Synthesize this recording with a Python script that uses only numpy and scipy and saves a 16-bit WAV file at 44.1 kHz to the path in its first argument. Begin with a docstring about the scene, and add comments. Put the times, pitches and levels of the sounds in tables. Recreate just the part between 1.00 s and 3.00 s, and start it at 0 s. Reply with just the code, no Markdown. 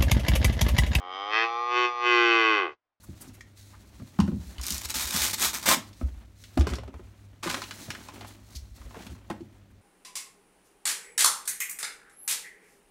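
"""A calf gives one long moo in a yard, about a metre below the microphone.
Its vocal folds beat in a clean pulse train whose pitch arches and sags at the end. The call starts as a
hum with the mouth shut; the mouth opens three times, halfway and then wide, lips just parted in between,
and closes on a low creak. The ground mirrors the voice and the walls add a short tail, over a faint
distant rumble and hum. The noise gate behind the microphone shuts when the call ends."""
import sys
import numpy as np
from scipy import signal
from scipy.fft import rfft, irfft
from scipy.io import wavfile
from scipy.ndimage import uniform_filter1d

SR = 44100
rng = np.random.default_rng(int(sys.argv[2]) if len(sys.argv) > 2 else 0)


def store_wav(level_fs):
    """Save 16-bit WAV to argv[1]."""
    pcm = np.round(np.clip(np.atleast_2d(level_fs), -1, 1) * 32767)
    wavfile.write(sys.argv[1], SR, pcm.T.astype(np.int16))


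N = 88200

# Resonances of throat, nose and mouth, one table per mouth shape (f/Hz, bandwidth/Hz, relative level/dB)
SHUT_RESONANCES = [(280, 220, -53), (526, 83.0, -42.5), (769, 68, -36.5), (1168, 187.0, -37.5),
                   (1920, 70, -47.5), (2190, 110, -44.5), (3138, 270, -46), (3670, 379.0, -62.5),
                   (4640, 130, -72.5), (4954, 110, -56), (5935, 206.0, -67.5)]
PARTED_RESONANCES = [(327, 240, -52), (481.4, 24, -41), (813, 110, -39.5), (1102, 101, -34.5),
                     (1214, 86, -33.5), (1927, 80, -48.5), (2350, 200, -48), (3407, 260, -53.0),
                     (4225, 72, -52.5), (4800, 200, -59.5), (5890, 200, -63), (7040, 57, -81.5)]
HALF_OPEN_RESONANCES = [(370, 21, -27), (481, 46, -41), (870, 43, -47.5), (1240, 150.0, -28),
                        (1716, 270, -33.5), (1998, 110, -30), (2547.0, 117, -27.5), (3210, 220, -40),
                        (3650, 53, -38.5), (4350, 310, -47.5), (5190, 210, -50), (5820, 223.0, -55.5),
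                        (6800, 480, -80.5)]
WIDE_OPEN_RESONANCES = [(354.7, 29.7, -27), (451, 120, -35.5), (810, 120, -41), (1110, 83, -26),
                        (1490, 232, -31.5), (2058, 88, -27), (2538, 130, -27.5), (2976, 87, -30.5),
                        (3340, 550, -45.5), (4405, 71, -47), (4660, 140, -49), (5485, 150, -52.5),
                        (5920, 220, -56.5), (6560, 350, -70), (7210, 120, -66)]
# How strongly the voice drives each mouth shape (t/s, relative level/dB)
SHUT_DRIVE = [(0, -9), (.06, -6), (0.129, -5), (0.219, -3), (0.311, -2.5), (.38, -6), (0.458, -44),
              (1.5, -45.5), (1.601, -9), (1.669, -3), (1.71, -31)]
PARTED_DRIVE = [(.285, -12), (.38, 2), (.507, 1), (.65, -1), (.73, 1), (.81, -5.5), (.88, -2), (.95, -4.5),
                (1.045, 0), (1.122, -24.5)]
HALF_OPEN_DRIVE = [(0.283, -36), (.31, -17), (0.335, -2), (0.376, 0.6), (0.422, -0.5), (0.447, -10),
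                   (.496, -36)]
WIDE_OPEN_DRIVE = [(.39, -34), (.438, -7.5), (.495, -32.5), (.662, -32), (.724, -12), (.773, -2.5),
                   (.85, -3), (0.884, -16), (.928, -34.5), (.987, -27), (1.063, -2), (1.127, 1.23),
                   (1.36, 2), (1.52, 1.13), (1.614, -2.3), (1.674, -9.5), (1.712, -20.5)]


def calf():
    """The calf, a metre below the microphone: the same pulses sound through each mouth shape in turn."""
    pulses = vocal_folds()
    shapes = [(SHUT_RESONANCES, SHUT_DRIVE), (PARTED_RESONANCES, PARTED_DRIVE),
              (HALF_OPEN_RESONANCES, HALF_OPEN_DRIVE), (WIDE_OPEN_RESONANCES, WIDE_OPEN_DRIVE)]
    return sum(throat(pulses * fading(drive), resonances) for resonances, drive in shapes)


# Pitch of the vocal folds (t/s, f/Hz)
FOLD_PITCH = [(0.0, 89.3), (0.07, 90.87), (0.14, 94.9), (0.3, 105.5), (0.39, 113), (0.44, 115.2),
              (0.6, 119.4), (0.78, 122.4), (0.9, 121.4), (0.98, 120.3), (1.08, 120.9), (1.2, 118.31),
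              (1.36, 115), (1.5, 109.8), (1.55, 105.6), (1.6, 98.2), (1.645, 87.4), (1.69, 73.97)]
# Sharpness of the pulses: the folds close softly at the start and the end (t/s, tilt/(dB per kHz))
FOLD_TILT = [(0, -2.5), (.085, -1.6), (.135, 0.75), (.4, -0.27), (.8, .5), (1.1, .5), (1.4, -0.15),
             (1.58, -0.66), (1.695, -4)]


def vocal_folds(harmonics=99, jitter=0.0011, shimmer_db=0.1451, wobble_hz=110):
    """The folds close once a cycle, slightly uneven in pitch and level; air hisses after each pulse."""
    pitch_hz = curve(FOLD_PITCH) * (1 + jitter * walk(wobble_hz))
    cycles = np.cumsum(pitch_hz) / SR - .5
    db_per_harmonic = curve(FOLD_TILT) * pitch_hz / 1000
    fundamental = amp(db_per_harmonic) * np.exp(2j * np.pi * cycles)
    # The harmonics add up as a geometric series.
    pulses = np.real((fundamental - fundamental ** (harmonics + 1)) / (1 - fundamental))
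    air = signal.sosfilt(signal.butter(2, 3500, "high", fs=SR, output="sos"), rng.standard_normal(N))
    air_db = -7.5 + (harmonics + 1) / 2 * db_per_harmonic  # follows the middle harmonic
    puffs = np.exp(-(cycles % 1) / 0.28)  # each decays in about a quarter of a cycle
    shimmer = amp(shimmer_db * walk(wobble_hz))
    return pulses * shimmer + amp(air_db) * puffs * air


def throat(x, resonances, low_edge_hz=271, high_edge_hz=7700):
    """The resonances of one mouth shape ring; beyond the two edges the voice falls off steeply."""
    def power(f):
        peaks = sum(amp(db) ** 2 / (1 + 1.66 * ((f - hz) / bandwidth) ** 2) ** 2
                    for hz, bandwidth, db in resonances)
        return peaks / (1 + (low_edge_hz / f) ** 20) / (1 + (f / high_edge_hz) ** 80)
    return ring(x, power)


# Close echoes off the ground, the yard gate and the walls (delay t/s, level/dB before dulling)
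CLOSE_ECHOES = [(.00256, -6.5), (.00479, -10.5), (.00592, -14), (.00717, -12.5), (0.01, -16)]


def yard(voice, dull_above_hz=2210, scatter_above_hz=2980):
    """The microphone hears the voice, dull echoes, a wall tail and treble off nearby bars and stones."""
    f = np.fft.rfftfreq(2 * N, 1 / SR)
    echoes = sum(amp(db) * np.exp(-2j * np.pi * f * delay) for delay, db in CLOSE_ECHOES)
    dull_echoes = echoes / (1 + (f / dull_above_hz) ** 2)
    near = irfft(rfft(voice, 2 * N) * (1 + dull_echoes))[:N]
    walls = tail(voice, t60_s=0.21, gap_s=0.0051)
    treble = ring(voice, lambda f: 1 / (1 + (scatter_above_hz / f) ** 6))
    scatter = tail(treble, t60_s=0.04, gap_s=0.0011)
    return near + amp(-11.5) * walls + amp(-5.5) * scatter


def tail(x, t60_s, gap_s):
    """Dense reflections reach the microphone after a short gap and die away."""
    t = np.arange(N // 2) / SR
    response = rng.standard_normal(len(t)) * np.exp(-np.log(1000) * t / t60_s) * (t > gap_s)
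    return signal.fftconvolve(x, response / np.linalg.norm(response))[:N]


# Spectrum of the outdoor rumble, far from the microphone (f/Hz, relative level/dB)
RUMBLE_SPECTRUM = [(20, -5.5), (55, -14), (150, -14), (300, -6.5), (1000, -1), (3000, -14), (6000, -25.5),
                   (9000, -49)]


def background(rumble_db=-57, hum_hz=99.5, hum_db=-73.5):
    """In the distance, faint outdoor rumble and a low, slightly wavering hum."""
    hz, db = np.array(RUMBLE_SPECTRUM).T
    rumble = ring(rng.standard_normal(N), lambda f: amp(np.interp(np.log(f), np.log(hz), db)) ** 2)
    wavering_hz = hum_hz * (1 + .01 * walk(rate_hz=12))
    hum = np.sqrt(2) * np.sin(2 * np.pi * np.cumsum(wavering_hz) / SR)
    return amp(rumble_db) * rumble / rumble.std() + amp(hum_db) * hum


def amp(db):
    """Decibels to gain."""
    return 10 ** (np.asarray(db) / 20)


def curve(points):
    """Join (t/s, value) points by straight lines."""
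    return np.interp(np.arange(N) / SR, *np.array(points).T)


def fading(points, release_db_per_s=425):
    """Gain of a (t/s, level/dB) curve that dies away before its first point and after its last."""
    t = np.arange(N) / SR
    outside_s = np.maximum(points[0][0] - t, 0) + np.maximum(t - points[-1][0], 0)
    return amp(curve(points) - release_db_per_s * outside_s)


def walk(rate_hz):
    """Smooth random wander with a spread of 1."""
    hold = int(SR / rate_hz)
    steps = np.repeat(rng.standard_normal(N // hold + 1), hold)
    wander = uniform_filter1d(steps, hold)[:N]
    return wander / wander.std()


def ring(x, power):
    """Causal filter with the power response power(f/Hz)."""
    size = 2 * N
    f = np.maximum(np.fft.rfftfreq(size, 1 / SR), 1)
    cepstrum = irfft(np.log(power(f) + 1e-13) / 2)
    cepstrum[1:N] *= 2  # minimum phase: ringing only follows its cause
    cepstrum[N + 1:] = 0
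    return irfft(rfft(x, size) * np.exp(rfft(cepstrum)))[:N]


def scene():
    """One microphone in the yard: the calf close below it, the background far off."""
    return (yard(calf()) + background())[None]


def record(dry, threshold_db=-53, depth_db=-39.5, window_s=0.031, top_hz=8900):
    """Behind the microphone a noise gate turns everything down when it is quiet; the top is cut."""
    window = int(window_s * SR)
    power = uniform_filter1d(dry[0] ** 2, window, origin=window // 3)
    closure = 1 / (1 + (power / amp(threshold_db) ** 2) ** 2)  # 0 open, 1 shut
    gated = dry * amp(depth_db * uniform_filter1d(closure, window // 2))
    return signal.sosfilt(signal.ellip(8, .2, 70, top_hz, fs=SR, output="sos"), gated)


dry = scene()
out = record(dry)
store_wav(out)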